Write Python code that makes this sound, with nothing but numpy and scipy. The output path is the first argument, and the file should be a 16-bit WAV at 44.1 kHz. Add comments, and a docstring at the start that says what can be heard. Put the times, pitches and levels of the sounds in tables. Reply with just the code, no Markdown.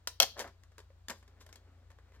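"""Opening a plastic disc case

In a small quiet room a catch clicks, the case's shell snaps open and rebounds, then lid and fingers knock, tick
and rub over a desk. Contacts are decaying noise with damped modes; rubs are grainy noise; a convolved room answers.
Arms rustle from 1.1 s on, over a low hum of sine lines and faint air noise. Sound reaches the left channel first.
"""
import sys
import numpy as np
from scipy import signal
from scipy.fft import rfft, irfft, next_fast_len
from scipy.io import wavfile
from scipy.ndimage import map_coordinates

SR = 44100
rng = np.random.default_rng(int(sys.argv[2]) if len(sys.argv) > 2 else 0)


def dump_mix(stems):
    """Bounce the given channels to the path in sys.argv[1] as a 16-bit WAV at rate SR."""
    frames = np.atleast_2d(stems).T  # one column per channel
    limited = np.clip(frames, -1, 1)  # hard clip at full scale
    pcm = np.round(limited * 32767).astype(np.int16)
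    wavfile.write(sys.argv[1], SR, pcm)


N = 97020  # length in samples

# All levels are those before the left-right balance.
# Lines of the hum. Each row: frequency in Hz, mean level in dB rms.
HUM_LINES = [(58.8, -64.5), (87, -62), (118.4, -82.5)]
# Colour of the room's faint noise. Each row: frequency in Hz, relative density in dB per Hz.
AIR_COLOUR = [(20, -19), (40, -15), (60, -7), (90, -8), (150, -24), (500, -27), (1500, -30), (2500, -37),
              (4000, -36), (6000, -42), (7600, -42), (9500, -52), (15500, -51)]
# Likeness of that noise in the two channels. Each row: frequency in Hz, correlation from 0 to 1.
AIR_ALIKE = [(60, 1.0), (500, 0.27), (3000, .5), (10000, 0.11)]
AIR_DB = -68  # rms

# Arms shifting on the desk. Each row: time in seconds, level in dB.
SHIFTING_LEVEL = [(1.1, -91), (1.288, -78), (1.368, -72.5), (2.14, -76), (2.2, -72)]
# Colour of that rustle. Each row: frequency in Hz, relative density in dB per Hz.
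SHIFTING_COLOUR = [(100, -15), (230, 0), (500, -2), (1000, -7), (2000, -11), (4000, -24), (9000, -40)]

# Decay of the room's tail. Each row: frequency in Hz, t60 in seconds.
ROOM_DECAY = [(100, 0.44), (500, 0.29), (1500, 0.21), (4000, 0.35), (8000, 0.21), (15000, .26)]
# Likeness of the room's answer in the two channels. Each row: frequency in Hz, correlation from 0 to 1.
ROOM_LIKENESS = [(100, 0.7), (1000, 1), (4000, 0.17), (15000, 0.25)]
# levels of the tail and of the first answers of desk and shelves, and the decay of the latter
TAIL_DB, EARLY_DB, EARLY_T60_S = -13, -10, .1
ROOM_DELAY_S = .006  # before the whole answer

# Small contacts of lid, fingers and desk. Each row: start in seconds, level in dB, bass in dB, treble in dB,
# t60 of the noise in seconds, ring frequency in Hz, ring level in dB.
KNOCK_EVENTS = [(.3675, -45, 6, -20, .014, 1050, -8), (.377, -46, 4, -8, .015, 350, -10),
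                (.3925, -36, -2, 1, .018, 400, -18), (.399, -41, 2, 0, .03, 1000, -14),
                (.405, -41, 2, -1, .025, 650, -11), (.4425, -43, 3, -22, .03, 1050, -8),
                (.4485, -43, 1, -24, .025, 690, 0), (.4745, -53, -3, -7, .04, 1700, -10),
                (.635, -59, -8, -1, .02, 1130, -6), (.718, -64, -3, -12, .04, 1700, -12),
                (.781, -47, 2, -4, .02, 1010, -8), (.7895, -54, 4, -6, .03, 420, -6),
                (.802, -57, 4, -5, .03, 430, -6), (.9025, -64, 2, -16, .03, 545, 9),
                (1.0838, -37, -4, 0, .018, 1720, -14), (1.0975, -39, 1, -3, .025, 950, -12),
                (1.103, -36, 0, 0, .016, 250, -13), (1.111, -43, 2, -9, .02, 545, -9),
                (1.227, -60, -1, -8, .035, 2150, -12), (1.278, -61, -1, -5, .035, 2150, -12),
                (1.41, -54, -8, -7, .035, 1060, -5), (1.464, -53, 0, -4, .025, 640, -7),
                (1.49, -58, -1, -5, .035, 1600, -8), (1.527, -52, -6, 0, .025, 2150, -9),
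                (1.557, -52, -4, 1, .02, 3290, -7), (1.903, -58, 1, -10, .04, 900, -10),
                (1.915, -59, 1, -9, .03, 450, -12), (1.986, -58, 2, -15, .035, 1850, -11),
                (2.12, -59, -2, -14, .025, 2000, -7)]
# Plastic rubbing under the fingers. Each row: start in seconds, length in seconds, level in dB,
# bass in dB, treble in dB.
RUB_EVENTS = [(.204, 0.044, -36.5, -6, -9), (0.353, 0.039, -59.5, 12.5, -37.5),
              (0.371, 0.068, -48.5, 6.5, -6), (0.427, 0.076, -52.5, -0.5, -53),
              (1.088, 0.037, -42, -1, -26), (1.158, 0.063, -95.5, -8, 20.5), (1.398, 0.039, -68.5, 0, 0),
              (2.128, 0.055, -68.5, -1.5, -12.5)]
# Colour of a light contact. Each row: frequency in Hz, gain in dB.
CONTACT_COLOUR = [(60, -17.5), (150, 0), (260, 8), (500, 14.5), (750, 8), (1020, 14), (1300, 9),
                  (1700, 14.5), (2600, 7), (3300, 10.5), (5500, 10), (7500, 9), (9500, -1.5), (12000, 1.5),
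                  (16000, -11)]
# Likeness of contact noise in the two channels. Each row: frequency in Hz, correlation from 0 to 1.
CONTACT_LIKENESS = [(100, 0.66), (1000, .93), (4000, .7), (15000, 0.26)]
RUB_GRAINS_PER_S = 1200  # mean rate
KNOCK_RING_T60_S = .065
ATTACK_S = .0005  # time constant of a contact's build-up
BASS_HZ, TREBLE_HZ = 537, 3000  # centre of the per-event body, corner of its treble

# Modes of the catch. Each row: frequency in Hz, level in dB, t60 in seconds.
CATCH_MODES = [(1420, -12, .015), (4930, -2, .007), (7000, -5, .005), (11000, -5, .004), (13700, -12, .004),
               (14800, -8, .004)]
CATCH_S, CATCH_DB = 0.073, -21  # start and level of the catch letting go
# The shell snapping open and rebounding. Each row: start in seconds, level in dB, bass in dB, treble in dB.
SNAP_EVENTS = [(.2010, -6, -9.5, 1), (0.2105, -26, 5, -16.5), (0.222, -17.5, -8.5, 3),
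               (0.2291, -15.5, -6, 0), (.2368, -24.5, -2, -16)]
# Modes of the shell. Each row: frequency in Hz, level in dB, t60 in seconds.
SHELL_MODES = [(553, -16.5, 0.15), (664, -11.5, 0.059), (780, -12.5, 0.033), (1390, -22.5, 0.012),
               (2185, -23, .04), (2573, -18, 0.043), (3231, -6, .03), (4316, -1, .015), (5713, -0.5, .008),
               (5250, -9, 0.0051), (6360, -6, .009), (11100, -12.5, 0.0046), (11990, -8, 0.008)]
# Colour of the crack of a snap. Each row: frequency in Hz, gain in dB.
CRACK_COLOUR = [(60, -26.5), (150, -18), (300, -8.5), (550, 2), (1000, -1), (2200, -3.5), (4000, 6),
                (6200, 3), (8000, -3.5), (12000, -8), (15500, -9)]
MODE_SEND_DB, CRACK_SEND_DB = -6, 0  # how strongly the modes and the crack radiate into the room
SHELL_LOW_HZ = 330  # the small shell radiates little below this

# Balance of the channels. Each row: frequency in Hz, left minus right in dB.
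LEFT_MINUS_RIGHT = [(100, 2), (1000, 1.6), (2700, 2.5), (3700, 3), (4600, 3.5), (6700, 6.5), (8800, 3),
                    (11700, -8), (14000, 1)]
LEFT_LEAD_S = 8.2e-5
TOP_HZ = 15950  # upper band limit


def amp(db):
    """Decibels are a logarithm of amplitude: 20 dB is a factor of ten."""
    return 10 ** (np.asarray(db) / 20)


def unit(x):
    """Normalization divides a signal by its rms value."""
    return x / np.sqrt(np.mean(x ** 2) + 1e-20)


def along(points, hz):
    """Interpolation of (Hz, value) points is linear in the logarithm of frequency."""
    f, v = np.transpose(points)
    return np.interp(np.log(hz + 1), np.log(f + 1), v)


def wobble(rate):
    """A spline through random knots, rate of them a second, is a smooth slow fluctuation."""
    knots = rng.standard_normal(int(N * rate / SR) + 4)
    return map_coordinates(knots, [np.arange(N) * rate / SR])


def filtered(x, response):
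    """Linear filtering is multiplication of the spectrum by a frequency response."""
    n = x.shape[-1]
    m = next_fast_len(n + SR // 10)
    return irfft(rfft(x, m) * response(np.fft.rfftfreq(m, 1 / SR)), m)[..., :n]


def coloured(x, gain_db, size=16384):
    """Folding the cepstrum of a gain curve gives its minimum-phase filter, which is causal."""
    gain = amp(gain_db(np.fft.rfftfreq(size, 1 / SR)))
    cepstrum = irfft(np.log(gain + 1e-6))
    cepstrum[1:size // 2] *= 2
    cepstrum[size // 2 + 1:] = 0
    response = np.exp(rfft(cepstrum))
    return irfft(response * rfft(x, size))[..., :size // 2]


def spread(pair, alike):
    """Mid and side shares of two unrelated signals set the correlation of left and right."""
    def shares(hz):
        turn = np.arccos(np.clip(along(alike, hz), -1, 1)) / 2
        return np.array([np.cos(turn), np.sin(turn)])

    mid, side = filtered(pair, shares)
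    return np.array([mid + side, mid - side])


def add(out, s, x):
    """Sounds superpose: x is summed into out from time s, in seconds."""
    part = out[:, round(s * SR):][:, :x.shape[1]]
    part += x[:, :part.shape[1]]


def background():
    """A hum is a sum of sines, here unsteady in level and phase, over coloured stationary noise."""
    t = np.arange(N) / SR
    hum = 0
    for hz, db in HUM_LINES:
        level = amp(db + 0.54 * wobble(4)) * np.sqrt(2)  # rms to peak
        phase = 2 * np.pi * (hz * t + rng.random()) + .1 * wobble(3.3)
        hum = hum + level * np.sin(phase)
    air = filtered(rng.standard_normal((2, N)), lambda hz: amp(along(AIR_COLOUR, hz)))
    return hum + amp(AIR_DB) * unit(spread(air, AIR_ALIKE))


def room(x):
    """Reverberation is convolution with decaying noise: early answers of desk and shelves, and a tail."""
    hz, t, z = signal.stft(rng.standard_normal((2, SR // 2)), SR, nperseg=256)
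    decay = amp(-60 * t / along(ROOM_DECAY, hz)[:, None])
    tail = signal.istft(z * decay, SR, nperseg=256)[1]
    early_t = np.arange(tail.shape[1]) / SR
    early = rng.standard_normal(tail.shape) * amp(-60 * early_t / EARLY_T60_S)
    answer = amp(TAIL_DB) * tail / np.linalg.norm(tail[0])
    answer = answer + amp(EARLY_DB) * early / np.linalg.norm(early[0])
    delay = round(ROOM_DELAY_S * SR) + 1
    answer = np.pad(spread(answer, ROOM_LIKENESS), ((0, 0), (delay, 0)))
    return signal.fftconvolve(x[None], answer, axes=1)


def shifting():
    """Friction of arms and cloth is broadband noise, dull in colour and uneven in level."""
    s, db = np.transpose(SHIFTING_LEVEL)
    level_db = np.interp(np.arange(N) / SR, s, db, left=-120)
    level = amp(level_db + 3.0 * wobble(23.92))
    noise = rng.standard_normal(N)
    rustle = level * unit(filtered(noise, lambda hz: amp(along(SHIFTING_COLOUR, hz))))
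    return rustle + room(rustle)[:, :N]


def shelves(hz, bass_db, treble_db):
    """Body and hardness of a contact are a bell around BASS_HZ and a shelf above TREBLE_HZ, in dB."""
    bell = np.exp(-np.log2((hz + 1) / BASS_HZ) ** 2)
    shelf = 1 - 1 / (1 + (hz / TREBLE_HZ) ** 4)
    return bass_db * bell + treble_db * shelf


def burst(spectrum, t60):
    """Dense plastic vibration acts as stereo noise that builds quickly and decays exponentially."""
    t = np.arange(SR // 8) / SR
    noise = spread(rng.standard_normal((2, len(t))), CONTACT_LIKENESS)
    envelope = amp(-60 * t / t60) * (1 - np.exp(-t / ATTACK_S))
    return coloured(noise * envelope, lambda hz: along(spectrum, hz))


def ringing(modes, size):
    """A struck body rings as a sum of exponentially damped modes, all started together."""
    t = np.arange(size) / SR
    ring = 0
    for hz, db, t60 in modes:
        ring = ring + amp(db - 60 * t / t60) * np.sin(2 * np.pi * (hz * t + rng.random()))
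    return (1 - np.exp(-t / ATTACK_S)) * ring


def rubs():
    """Sliding friction is a train of random slips over weak noise, swelling and fading with the stroke."""
    out = np.zeros((2, N))
    t = np.arange(SR // 8) / SR
    for s, length, db, bass_db, treble_db in RUB_EVENTS:
        noise = rng.standard_normal(len(t))
        grains = rng.random(len(t)) < RUB_GRAINS_PER_S / SR
        slips = noise * (0.16 + grains)
        stroke = unit(slips) * np.sin(np.pi * np.minimum(t / length, 1))
        rub = coloured(stroke, lambda hz: along(CONTACT_COLOUR, hz) + shelves(hz, bass_db, treble_db))
        rub = amp(db) * rub
        add(out, s, rub[None])
        add(out, s, room(rub))
    return out


def knocks():
    """A light impact is a noise burst that wakes one mode of the hand-damped case."""
    out = np.zeros((2, N))
    for s, db, bass_db, treble_db, t60, ring_hz, ring_db in KNOCK_EVENTS:
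        contact = coloured(burst(CONTACT_COLOUR, t60), lambda hz: shelves(hz, bass_db, treble_db))
        ring = ringing([(ring_hz, ring_db, KNOCK_RING_T60_S)], contact.shape[1])
        knock = amp(db) * (contact + ring)
        add(out, s, knock)
        add(out, s, room(knock[0]))
    return out


def radiation(hz):
    """A small plate radiates weakly at low frequency; this is its bass loss in dB."""
    return -10 * np.log10(1 + (SHELL_LOW_HZ / (hz + 20)) ** 4)


def snap(modes, crack_db, crack_t60):
    """Sudden release gives a noisy crack and leaves modes ringing; the room answers both."""
    crack = amp(crack_db) * burst(CRACK_COLOUR, crack_t60)
    ring = ringing(modes, crack.shape[1])
    out = room(amp(CRACK_SEND_DB) * crack[0] + amp(MODE_SEND_DB) * ring)
    add(out, 0, crack + ring)
    return out


def opening():
    """Stored elastic energy is released: the catch clicks, then the shell springs open and rattles back."""
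    out = np.zeros((2, N))
    add(out, CATCH_S, amp(CATCH_DB) * snap(CATCH_MODES, crack_db=-1.5, crack_t60=0.024))
    for s, db, bass_db, treble_db in SNAP_EVENTS:
        x = snap(SHELL_MODES, crack_db=-3, crack_t60=0.018)
        x = coloured(x, lambda hz: shelves(hz, bass_db, treble_db) + radiation(hz), size=65536)
        add(out, s, amp(db) * x)
    return out


def scene():
    """Superposed sources gain direction from level and time differences between the channels."""
    dry = opening() + knocks() + rubs() + shifting() + background()
    sides = np.array([[.5], [-.5]])  # half of each difference to left and right

    def direction(hz):
        level = amp(sides * along(LEFT_MINUS_RIGHT, hz))
        return level * np.exp(2j * np.pi * hz * sides * LEFT_LEAD_S)

    return filtered(dry, direction)


def record(dry):
    """Band limitation: a very steep low-pass leaves almost nothing above TOP_HZ."""
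    return filtered(dry, lambda hz: 1 / np.sqrt(1 + (hz / TOP_HZ) ** 160))


dry = scene()
out = record(dry)
dump_mix(out)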